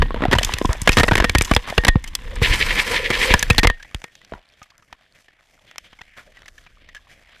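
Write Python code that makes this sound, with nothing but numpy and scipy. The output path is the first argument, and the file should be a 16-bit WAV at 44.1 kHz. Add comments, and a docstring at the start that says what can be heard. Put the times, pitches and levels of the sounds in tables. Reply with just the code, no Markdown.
"""A cased camera thrown from a breaking helicopter

A helicopter breaks up around a small camera in a hard case: the camera is battered about the cabin, is flung
out through rushing air, crashes through branches and settles in the undergrowth, where twigs tick.
Blows are bursts of noise filtered by the struck piece; case and metal fitting ring as decaying modes, and the
air inside heaves. Wreckage, wind and leaves are coloured, fluctuating noise; the microphone overloads softly."""
import sys
import numpy as np
from scipy import signal
from scipy.fft import rfft, irfft
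from scipy.io import wavfile
from scipy.ndimage import uniform_filter1d

SR = 44100
rng = np.random.default_rng(int(sys.argv[2]) if len(sys.argv) > 2 else 0)


def store_wav(level_fs):
    """Save 16-bit WAV to argv[1]."""
    pcm = np.round(np.clip(np.atleast_2d(level_fs), -1, 1) * 32767)
    wavfile.write(sys.argv[1], SR, pcm.T.astype(np.int16))


N = 326340
TIME = np.arange(N) / SR  # seconds
FREQS = np.fft.rfftfreq(N, 1 / SR)  # hertz

# Blows on the case. Each row: start in seconds, contact length in seconds, level in dB before the blow trim,
# hardness in dB (negative a dull knock, positive a brittle snap), pitch of the struck piece in Hz,
# peak heave of the air inside in dB.
BLOWS = [(0.0207, 0.0075, -13, -7.5, 1855, -7.5), (.107, 0.0012, -17, -10.5, 1100, -40),
         (.144, 0.0027, -17.5, -8, 670, -41), (.161, .015, -29.5, -13, 940, -33),
         (.207, 0.00075, -16.5, -12, 1060, -46.5), (0.221, 0.0037, -15, -9.5, 1110, -40),
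         (.229, 0.0036, -20, -13, 880, -40), (0.237, 0.0025, -11.5, -10, 1910, -21),
         (0.253, 0.0009, -8, -7, 730, -30), (0.282, 0.0034, -24, -8, 487, -10.5),
         (0.313, 0.0055, -19, -1, 3420, -33), (0.321, 0.011, -19, -1.5, 1780, -21.5),
         (0.329, 0.013, -10, -3, 1910, -9.5), (0.3504, 0.016, -20, -3.5, 990, -9),
         (0.3852, 0.0028, -8.5, -2, 3000, -14), (.392, .004, -22.5, 5.5, 1850, -35),
         (.4315, 0.0046, -16, 8, 3380, -43), (.448, 0.0031, -14.5, 19, 3327, -21),
         (0.538, 0.0036, -16, 8, 2600, -16.5), (0.585, 0.0033, -21.5, 6.5, 1880, -30),
         (0.6138, 0.0017, -10.5, -46, 1050, -22.5), (.648, 0.0047, -11.5, -22, 1040, -12.5),
         (0.6556, 0.0042, -25.5, 8.5, 3300, -35), (.692, 0.0036, -18, -11, 530, -7.5),
         (.73, 0.0022, -23, 12.5, 1060, -34.5), (0.817, 0.0047, -23.5, 15.5, 8600, -17.5),
         (0.8746, 0.0034, -3, -1.5, 1680, -22.5), (.88, 0.006, -16.5, 2.5, 1600, -28.5),
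         (.892, 0.0036, -4.5, 0, 2520, -7), (.919, 0.006, -22, 8, 2610, -33),
         (.929, 0.01, -21.5, 8.5, 2550, -23), (0.97, 0.014, -10, -1.5, 1770, -7.5),
         (.985, 0.0076, -13, 4.5, 1270, -12), (0.997, .015, -12.5, -1.5, 1800, -8.5),
         (1.033, .009, -10.5, -3.5, 1920, -14.5), (1.0812, 0.0082, -13.5, -2.5, 1890, -14.5),
         (1.086, 0.0033, -16.5, -1.5, 1660, -24), (1.112, 0.0084, -13.5, -6, 1490, -26.5),
         (1.118, 0.0024, -10.5, -7.5, 932, -5.5), (1.133, 0.0088, -20, -1, 1600, -19),
         (1.154, 0.0043, -9.5, 0.5, 2194, -18), (1.17, .005, -20.5, 1.5, 1780, -23),
         (1.1789, 0.0087, -15, 0.5, 1990, -22), (1.201, 0.0066, -11, -3.5, 1610, -9),
         (1.223, 0.0036, -16, -6.5, 1610, -30), (1.243, 0.0078, -10.5, -2, 1920, -19),
         (1.2959, 0.0031, -11.5, 5.5, 2260, -13.5), (1.35, 0.0075, -9.5, -1.5, 2120, -5.5),
         (1.384, 0.0035, -14, 15, 2600, -9.5), (1.4107, 0.0025, -9.5, 1, 2400, -11),
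         (1.42, 0.0059, -19.5, 13.5, 8400, -26.5), (1.448, .008, -26, 15, 2840, -26),
         (1.5131, 0.0052, -8, -5, 1134, -7.5), (1.537, 0.004, -17.5, 3, 2350, -29),
         (1.5488, 0.0045, -20.5, 16.5, 4990, -27), (1.5643, 0.0027, -4.5, -2.5, 3340, -9),
         (1.7, 0.0057, -26, 4.5, 2120, -30), (1.779, 0.0052, -6.5, -4, 2800, -5.5),
         (1.8365, 0.0038, -20.5, -3.5, 1860, -38.5), (1.849, 0.004, -11, 4, 1600, -27.5),
         (1.868, 0.0096, -20.5, -2, 960, -24.5), (1.882, 0.0078, -5.5, 0.5, 1910, -3),
         (1.9563, 0.0016, -10.5, -15, 520, -3.5), (2.041, 0.0049, -29, 9, 2090, -50),
         (2.076, 0.013, -37, 7.5, 3080, -46), (2.152, 0.0042, -16.5, 15.5, 3360, -55),
         (2.356, 0.0053, -39, 17.5, 8400, -52), (2.417, 0.005, -16.5, -11, 477, -5.5),
         (2.51, 0.0035, -25, -3.5, 494, -11.5), (3.103, 0.013, -17, -1.5, 2110, -31.5),
         (3.304, 0.0077, -20, -7, 478, -7.5), (3.339, 0.0032, 2, -2, 1750, -4.5),
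         (3.3926, 0.0057, -21, 20, 6200, -32.5), (3.427, 0.0048, -12, 8, 1720, -30),
         (3.501, 0.0098, -8.5, 1, 2550, -3), (3.5812, .012, -10, 3, 4200, -7),
         (3.594, 0.0055, -19.5, 5.5, 1920, -24.5), (3.632, 0.016, -14.5, -1, 2280, -26.5),
         (3.646, 0.0082, -11, -8, 2110, -5), (3.672, 0.0027, -6, 4, 2060, -5),
         (3.7, 0.0019, -9, -3, 1850, -14.5), (3.946, 0.0021, -21, 2.5, 3330, -18.5),
         (4.041, 0.0032, -26.5, 2, 2040, -59), (4.3218, 0.0016, -22.5, -15, 658, -32),
         (4.336, 0.0026, -27, -9.5, 1410, -45), (4.35, 0.002, -37, -20, 957, -37)]
# Spectrum of rubbed foliage. Each row: frequency in Hz, relative spectral level in dB.
LEAF_COLOUR = [(100, 1), (250, -5.5), (420, -7.5), (640, -2.5), (900, -11), (1400, -7.5), (1750, -1),
               (2300, -2), (2700, -6.5), (3300, -5.5), (4000, -12), (6000, -15), (9000, -21),
               (14500, -27.5)]


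def gain_of(db):
    """Level to amplitude: 20 dB is a factor of ten."""
    return np.exp(np.asarray(db) * (np.log(10) / 20))


def evened(x):
    """Normalization to unit rms."""
    return x / np.sqrt(np.mean(x ** 2) + 1e-20)


def read(points, hz):
    """Spectrum interpolated on a logarithmic frequency axis, as pitch is heard."""
    f, value = np.transpose(points)
    return np.interp(np.log(hz + 1), np.log(f + 1), value)


def level(rows, axis=1, fade=0.046):
    """Amplitude envelope from a dB curve, with exponential decay (time constant in s) beyond its ends."""
    s, db = np.transpose(rows)[[0, axis]]
    outside = np.maximum(s[0] - TIME, 0) + np.maximum(TIME - s[-1], 0)
    return gain_of(np.interp(TIME, s, db)) * np.exp(-outside / fade)


def add(mix, s, sound):
    """Superposition: adds a sound to the mix at a time in seconds."""
    part = mix[..., max(round(s * SR), 0):][..., :sound.shape[-1]]
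    part += sound[..., :part.shape[-1]]


def wander(hz):
    """Slow random modulation of unit rms, interpolated between 2.2 * hz random values per second."""
    knots = rng.standard_normal(8192)
    return evened(np.interp(TIME * 2.2 * hz, np.arange(len(knots)), knots))


def pair(x, colour_db=0):
    """Interchannel coherence: two unrelated signals become left and right, alike in all but the treble."""
    # Each row: frequency in Hz, coherence from 0 to 1.
    coherence = [(100, 1), (3600, 1), (5000, .89), (9000, .74), (14000, .7)]
    same = np.clip(read(coherence, FREQS), 0, 1)
    mid_side_gain = np.sqrt([(1 + same) / 2, (1 - same) / 2])
    mid, side = irfft(rfft(x) * gain_of(colour_db) * mid_side_gain, N)
    return np.array([mid + side, mid - side])


def noise(colour_db, grain=1):
    """Random excitation shaped by a spectrum: coloured stereo noise, optionally broken into grains."""
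    return evened(pair(rng.standard_normal((2, N)) * grain, colour_db))


def causal(db, size=2048):
    """Minimum-phase response: its phase follows from the log spectrum, so it rings only forwards in time."""
    log_gain = np.log(gain_of(np.r_[db, db[-2:0:-1]]))
    return np.fft.ifft(np.exp(np.conj(signal.hilbert(log_gain)))).real[:size]


def resonance(hz, centre_hz, boost_db, q):
    """Resonant peak: power gain falls off either side of the centre, above a flat spectrum, in dB."""
    peak = (gain_of(max(boost_db, 0)) ** 2 - 1) / (1 + (2 * q * (hz / centre_hz - 1)) ** 2)
    return 10 * np.log10(1 + peak)


def patchy(x, depth_db, hz):
    """Independent band modulation: each stretch of the spectrum swells and fades by itself."""
    bands = np.linspace(0, 1, num=6)
    place = np.clip(np.log((FREQS + 1) / 500) / np.log(6000 / 500), 0, 1)
    spectrum = rfft(x)
    out = 0
    for band in bands:
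        share = np.maximum(1 - abs(place - band) / bands[1], 0)
        out = out + irfft(spectrum * share, N) * gain_of(depth_db * wander(hz))
    return evened(out)


def rattle(per_second, low_hz, high_hz, cycles, spread_db, count=20):
    """Random impacts on small resonators: many pieces, each with its own pitch, knock at random moments."""
    out, t = np.zeros(N), np.arange(1024) / SR
    tries = 100  # for each piece
    for hz in np.geomspace(low_hz, high_hz, num=count):
        fundamental = np.sin(2 * np.pi * hz * t) * np.exp(-hz * t / cycles)
        overtone = np.sin(2 * np.pi * 1.9 * hz * t) * np.exp(-4 * hz * t / cycles)
        knock = (fundamental + overtone) * (1 - np.exp(-hz * t * 2))  # a blunt edge starts softly
        for s, size, chance in rng.random((tries, 3)) * [N / SR, 1, 1]:
            if chance < per_second * N / SR / (tries * count):
                add(out, s, knock * gain_of(spread_db * min(-np.log(size), 3)))
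    return evened(out)


def grind(blows):
    """Stick-slip friction and fracture: panels scrape, pieces rattle, splinters crackle; more debris after blows."""
    # Each row: time in seconds, level in dB before the layer trims, fine crackle in dB before its trim.
    wreckage = [(0.0, -35, -62), (0.27, -38, -70), (0.45, -28, -40.5), (0.53, -26, -47), (0.66, -37, -48),
                (0.79, -37, -54), (0.95, -31, -40.5), (1.04, -28.5, -44), (1.09, -37, -43),
                (1.22, -25.5, -53), (1.33, -33.5, -52.5), (1.5, -30, -41.5), (1.65, -34.5, -56.5),
                (1.77, -33, -48), (1.88, -38, -61), (2.02, -45, -62), (2.25, -39, -58), (2.4, -32.5, -57)]
    # Each row: frequency in Hz, relative spectral level in dB.
    scrape_colour = [(100, -8.5), (300, -2.5), (500, -5), (700, -8.5), (1020, 1), (1350, -7), (1800, 3),
                     (2500, -4), (3400, -2.5), (4300, -12.5), (6000, -30), (12000, -50)]
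    splinter_colour = [(2500, -44.5), (5000, 5.0), (8000, -1), (14000, -9)]  # Hz, relative dB
    debris_db, debris_s = -11.5, 0.0057  # level under the blow, decay of its amplitude

    scrape = noise(read(scrape_colour, FREQS), gain_of(3.5 * wander(160)))
    scrape = patchy(scrape, depth_db=1.2, hz=45)
    pieces = rattle(per_second=48, low_hz=610, high_hz=3620, cycles=1.0, spread_db=14.0)
    splinters = noise(read(splinter_colour, FREQS), gain_of(3.8 * wander(200)))
    # debris follows the smoothed power of the blows
    keep = np.exp(-2 / (debris_s * SR))
    blow_power = signal.lfilter([1 - keep], [1, -keep], blows[0] ** 2)
    debris = gain_of(debris_db) * np.sqrt(blow_power)
    coarse = gain_of(-5.5) * scrape + gain_of(-9.5) * pieces
    crackle = gain_of(1.5) * level(wreckage, axis=2) * splinters
    return np.hypot(level(wreckage), debris) * coarse + crackle


def buffet():
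    """Low-frequency pressure fluctuation at the microphone, from moving air and the shaking mount."""
    # Each row: time in seconds, level in dB before the trim.
    pressure = [(0.0, -13.5), (0.12, -27), (0.76, -34.5), (1.23, -25), (1.38, -29.5), (1.55, -46),
                (2.25, -34.5), (2.51, -20), (2.86, -34), (3.15, -31), (3.38, -36), (3.54, -24.5),
                (3.67, -45.5), (4.12, -74), (5.07, -75.5), (6.22, -60), (6.92, -55), (7.4, -62.5)]
    # Each row: frequency in Hz, relative spectral level in dB.
    colour = [(10, -24.5), (25, 6.5), (50, -2.5), (90, -12), (160, -21.5), (300, -26.5), (700, -67.5)]
    return gain_of(2.0) * level(pressure) * noise(read(colour, FREQS))


def contacts(rows, colour, piece_db, db_per_doubling, q, size=2048):
    """Impact excitation and response: a short run of micro-fractures rings the struck piece."""
    # A harder contact trades knock for snap. 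Each row: frequency in Hz, gain in dB per dB of hardness.
    hardness_tilt = [(400, -1.0), (1100, -0.71), (2000, 0), (3200, 0.35), (6000, 1.13)]
    usual_contact_s = .004
    release_s, chatter_db, chatter_s = .0018, -20, .008  # a fast stop, then a faint chatter

    out, hz, t = np.zeros((2, N)), np.fft.rfftfreq(size, 1 / SR), np.arange(size) / SR
    second_half_fade = np.clip(2 - 2 * t / t[-1], 0, 1)
    for s, length, db, hardness, piece_hz, *_ in rows:
        length = max(length, 1 / 2000)
        press = np.exp(-.7 * t / length - np.maximum(t - length, 0) / release_s)
        shape = press + gain_of(chatter_db) * np.exp(-t / chatter_s)
        fractures = gain_of(0.99 * np.repeat(rng.standard_normal(size // 16), 16))  # uneven in strength
        force = rfft(rng.standard_normal((2, size)) * shape * fractures)
        # flattened, so that every band is excited
        force /= np.sqrt(uniform_filter1d(abs(force) ** 2, size=61, axis=1))

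        # every piece has its own treble
        own_points = np.c_[np.geomspace(3000, 15000, num=7), 2.5 * rng.standard_normal(7)]
        own = read(own_points, hz) * (hz > 3000)
        # db_per_doubling sets how the ring changes with contact length
        rung_db = piece_db + db_per_doubling * np.log2(length / usual_contact_s)
        tilt = hardness * read(hardness_tilt, hz)
        body = causal(read(colour, hz) + tilt + own + resonance(hz, piece_hz, rung_db, q))
        crack = signal.fftconvolve(irfft(force) * second_half_fade, body[None], axes=1)[:, :size]

        # the treble is strongest at the first fracture
        dull = signal.convolve(crack, signal.firwin(25, 4000, fs=SR)[None], "same")
        crack = dull + (crack - dull) * (0.38 + 1.0 * np.exp(-t / (0.71 * length)))
        # level is the rms as if all the energy fell within the contact
        add(out, s, gain_of(db) * crack * np.sqrt(length * SR / (crack ** 2).sum(1, keepdims=True)))
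    return pair(out)


def blows_on_case():
    """Impacts on a hard shell: broad cracks coloured by the struck piece, ringing less after longer contact."""
    # Each row: frequency in Hz, spectral gain in dB.
    colour = [(60, -3), (200, 7.5), (450, 1.5), (700, -1), (1100, 0), (1500, -2), (1850, 0.5), (2500, -2),
              (3600, -5.5), (5000, -10), (8000, -17), (10000, -20.5), (14000, -26)]
    return gain_of(.8) * contacts(BLOWS, colour, piece_db=12, db_per_doubling=-1, q=14)


def ring(blows):
    """Modal response: every blow excites the case's short, exponentially damped resonances."""
    # Each row: frequency in Hz, level in dB before the case gain, time to decay by 60 dB in seconds.
    case_modes = [(1670, -18.5, 0.069), (3300, -26.5, 0.056), (980, -16, .05), (482.6, -18, 0.12)]
    case_db = -38
    t = np.arange(SR // 4) / SR
    modes = sum(gain_of(db - 60 * t / t60) * np.cos(2 * np.pi * hz * t) for hz, db, t60 in case_modes)
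    return gain_of(case_db) * signal.fftconvolve(blows, modes[None], axes=1)[:, :N]


def jolts(damping=0.65, rise=0.0018):
    """Damped oscillation of enclosed air: a blow squeezes it into one heavy swing that dies in two cycles."""
    # the swing runs from about 2.1 down to 0.55 times this pitch
    reference_hz, spread_octaves = 58.4, 0.6
    lag_share = 0.6  # of the contact length
    out, t = np.zeros(N), np.arange(SR // 5) / SR
    for s, length, *_, heave_db in BLOWS:
        hz = reference_hz * 2 ** (spread_octaves * (2 * rng.random() - 1))
        turns = hz * (0.55 * t + 0.011 * (1 - np.exp(-t / 0.0069)))  # the swing slows as it dies
        swing = np.sin(2 * np.pi * turns) * np.exp(-turns / damping) * (1 - np.exp(-t / rise))
        add(out, s + lag_share * length, -gain_of(heave_db) * swing / abs(swing).max())
    return out


def pings():
    """Free vibration of metal: a small fitting sings on in damped modes after the blows that reach it."""
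    # Each row: start in seconds, level in dB.
    strikes = [(.026, -30.5), (0.389, -32), (.895, -24.5), (1.004, -21.5), (1.245, -22), (1.354, -19),
               (1.783, -23), (1.894, -19.5), (3.345, -30.5), (3.512, -24.5), (3.587, -19.5), (3.689, -22.5),
               (4.043, -41.5)]
    # Each row: frequency in Hz, level in dB relative to the strike, decay time as a factor on fitting_t60_s.
    fitting_modes = [(1850, 0.5, 0.94), (1870, -12.5, 0.77), (3400, -14.5, 0.44), (1120, -19.5, .35)]
    fitting_t60_s = .21
    out, t = np.zeros(N), np.arange(SR // 2) / SR
    tone = 0
    for hz, db, share in fitting_modes:
        tone = tone + gain_of(db - 60 * t / (fitting_t60_s * share)) * np.sin(2 * np.pi * hz * t)
    for s, db in strikes:
        add(out, s, gain_of(db) * tone * (1 - np.exp(-t / .002)))
    return out


def slides(size=16384):
    """Sliding friction: stems and debris rub in gritty strokes that swell and die, coloured by a resonance."""
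    # Each row: start in seconds, peak level in dB, duration in seconds (the peak comes at half of it),
    # pitch of the rubbing piece in Hz, strength of that pitch in dB.
    strokes = [(0.147, -38.5, 0.19, 980, 28.5), (0.691, -28, 0.034, 1020, 22.5),
               (1.669, -29, .028, 1040, 13.5), (4.347, -48.5, 0.031, 867, 25),
               (5.146, -51, 0.02, 2040, 2.5), (5.658, -53, 0.045, 3250, 12), (5.838, -48, 0.027, 3000, 9),
               (6.166, -40, 0.029, 1310, 12.5), (6.262, -54, 0.029, 580, 22),
               (7.091, -49, 0.04, 2300, -2.5)]
    out, hz, t = np.zeros((2, N)), np.fft.rfftfreq(size, 1 / SR), np.arange(size) / SR
    for s, db, duration, piece_hz, piece_db in strokes:
        roughness = gain_of(2.4 * np.repeat(rng.standard_normal(size // 64), 64))
        grit = rng.standard_normal((2, size)) * roughness
        colour_db = read(LEAF_COLOUR, hz) + resonance(hz, piece_hz, piece_db, q=3.3)
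        rub = evened(irfft(rfft(grit) * gain_of(colour_db)))
        add(out, s, gain_of(db) * rub * (2 * t / duration) * np.exp(1 - 2 * t / duration))
    return pair(out)


def rush():
    """Turbulence and cavity resonance: air hisses over the case's edges, sounds its cavities, surges as it spins."""
    # Each row: time in seconds, steady level in dB, level of the surges in dB.
    airflow = [(2.39, -68.5, -54), (2.425, -24.5, -13), (2.55, -23, -16), (2.62, -27, -16.5),
               (2.7, -25, -22), (2.79, -22.5, -12.5), (2.87, -27, -31.5), (2.95, -20, -17),
               (3.06, -38, -18.5), (3.22, -21, -14), (3.318, -26.5, -15.5)]
    # Each row: frequency in Hz, relative spectral level in dB; the same for the gusts.
    hiss_colour = [(100, -10.5), (200, -6), (380, -12), (600, -11.5), (780, -12.5), (1250, -7),
                   (1580, -4.5), (1700, -2), (2250, 0.5), (2700, -6), (3400, -10.5), (4600, -10),
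                   (6500, -17.5), (10000, -21.5), (14000, -29)]
    gust_colour = [(100, -15.5), (400, -3.5), (800, -17), (1560, -10.5), (1720, 7), (2250, 6.5),
                   (2800, 0.5), (3400, 0), (4600, -10.5), (7000, -22), (14000, -33.5)]
    # Each row: frequency in Hz, width in Hz at half power, level in dB relative to the hiss spectrum's 0 dB.
    cavities = [(997, 72, 0), (3156, 80, -0.5), (3920, 200, -13), (8100, 250, -16), (11900, 620, -23.5)]
    # The largest cavity. Each row: time in seconds, level in dB before the trim.
    moan_level = [(2.22, -51), (2.27, -37.5), (2.39, -40), (2.45, -39), (2.7, -38.5), (2.93, -26),
                  (3.1, -29.5), (3.33, -22)]
    moan_hz, moan_half_width_hz = 490, 48  # 6 dB down at the half width
    # the case turns edge-on to the air at a steady rate
    first_surge_s, surge_period_s, surge_spread_s = 2.446, .087, .019

    power = gain_of(read(hiss_colour, FREQS)) ** 2
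    for hz, width, db in cavities:
        power = power + gain_of(db) ** 2 / (1 + (2 * (FREQS - hz) / width) ** 2)
    hiss = noise(10 * np.log10(power), gain_of(1.8 * wander(90)))
    steady = level(airflow, fade=0.068) * patchy(hiss, depth_db=2.0, hz=29.9)

    half_period_s = surge_period_s / 2
    off_edge_s = (TIME - first_surge_s + half_period_s) % surge_period_s - half_period_s
    surge = level(airflow, axis=2) / (1 + (off_edge_s / surge_spread_s) ** 2 / 2) ** 2
    gusts = surge * noise(read(gust_colour, FREQS), gain_of(3.0 * wander(200)))

    moan_colour = -20 * np.log10(1 + ((FREQS - moan_hz) / moan_half_width_hz) ** 2)
    moan = gain_of(-5) * level(moan_level) * noise(moan_colour, gain_of(4.9 * wander(40)))
    return steady + moan + gusts


def leaves():
    """Superposed light contacts: foliage rustles as it settles, with tiny ticks of grit and stalks."""
    # Each row: time in seconds, level in dB before the layer trims.
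    settling = [(3.36, -31.5), (3.53, -32.5), (3.76, -51), (4.45, -57), (5.27, -59), (5.7, -56.5),
                (5.81, -56), (6.37, -51), (6.71, -56.5), (6.93, -57.5), (7.11, -54.5), (7.4, -52)]
    rustle = noise(read(LEAF_COLOUR, FREQS), gain_of(2.93 * wander(120)))
    rustle = patchy(rustle, depth_db=-3.5, hz=6)
    ticks = rattle(per_second=23, low_hz=1090, high_hz=5700, cycles=2.8, spread_db=3.5)
    return level(settling) * (gain_of(-1.87) * rustle + gain_of(-11.5) * ticks)


def twigs_on_case():
    """Light impacts on the grounded case: a longer rub rings the twig's own resonance more."""
    # Each row: start in seconds, contact length in seconds, level in dB before the twig trim,
    # hardness in dB, pitch of the twig in Hz.
    touches = [(3.798, 0.016, -42, -4, 1630), (3.827, .007, -36.5, 4, 1800),
               (3.847, .006, -40.5, -8.5, 1970), (4.018, 0.002, -35.5, -2.5, 1700),
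               (4.153, 0.003, -40.5, 6, 6530), (4.216, 0.0041, -45, -2, 1970),
               (4.248, 0.0026, -43, 6, 6000), (4.617, 0.0058, -37.5, -12.5, 1240),
               (4.629, 0.0066, -44, 8, 2240), (4.703, .008, -50, -1, 4700), (4.78, 0.0014, -46, 21, 5780),
               (4.823, 0.0097, -53.5, -3.5, 1240), (4.9275, 0.0032, -31.5, -6, 1784),
               (5.283, 0.0064, -46.5, -6, 1774), (5.712, 0.0024, -38.5, -1, 1900),
               (5.759, 0.0011, -34.5, -5, 2960), (5.782, 0.0028, -25, 4, 3100),
               (5.9295, 0.0074, -44, -9, 3190), (5.989, 0.0064, -41.5, -5, 2170),
               (6.01, 0.0043, -41, -10, 3180), (6.015, 0.0042, -33.5, -2.5, 1970),
               (6.37, 0.0083, -43, -2, 1950), (6.42, 0.0017, -40, -2.5, 2200),
               (6.458, 0.0084, -43.5, 1, 2030), (6.481, 0.0074, -38, 3.5, 1710),
               (6.58, 0.0096, -42.5, 2.5, 1730), (6.664, 0.01, -46, -8, 2370),
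               (6.8885, 0.01, -43, -1.5, 1915), (6.948, 0.012, -38, 1, 1700),
               (6.9636, 0.018, -39.5, 1, 1690)]
    # Each row: frequency in Hz, spectral gain in dB.
    colour = [(60, 3), (250, -6.5), (500, -8), (750, -1), (1400, 0.5), (1750, 3.5), (2400, 2.5), (3300, 1),
              (4200, -6), (6000, -4), (9000, -18.5), (14000, -22)]
    return gain_of(.1) * contacts(touches, colour, piece_db=10, db_per_doubling=6.5, q=26)


def scene():
    """Linear superposition of blows, twigs and ringing over wreckage, wind and foliage."""
    blows = blows_on_case()
    hits = blows + twigs_on_case() + ring(blows) + pings() + jolts()
    return hits + grind(blows) + rush() + buffet() + leaves() + slides()


def record(dry):
    """Transducer saturation: the microphone passes no steady pressure, overloads softly and is band-limited."""
    overload, edge_hz = .87, 14500  # ceiling in full scale, upper band limit
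    moving = signal.lfilter(*signal.butter(1, 6, "high", fs=SR), dry)
    squashed = moving / (1 + (moving / overload) ** 6) ** (1 / 6)
    low_pass = signal.firwin(255, edge_hz, window=("kaiser", 8), fs=SR)
    return signal.oaconvolve(squashed, low_pass[None], "same")


dry = scene()
out = record(dry)
store_wav(out)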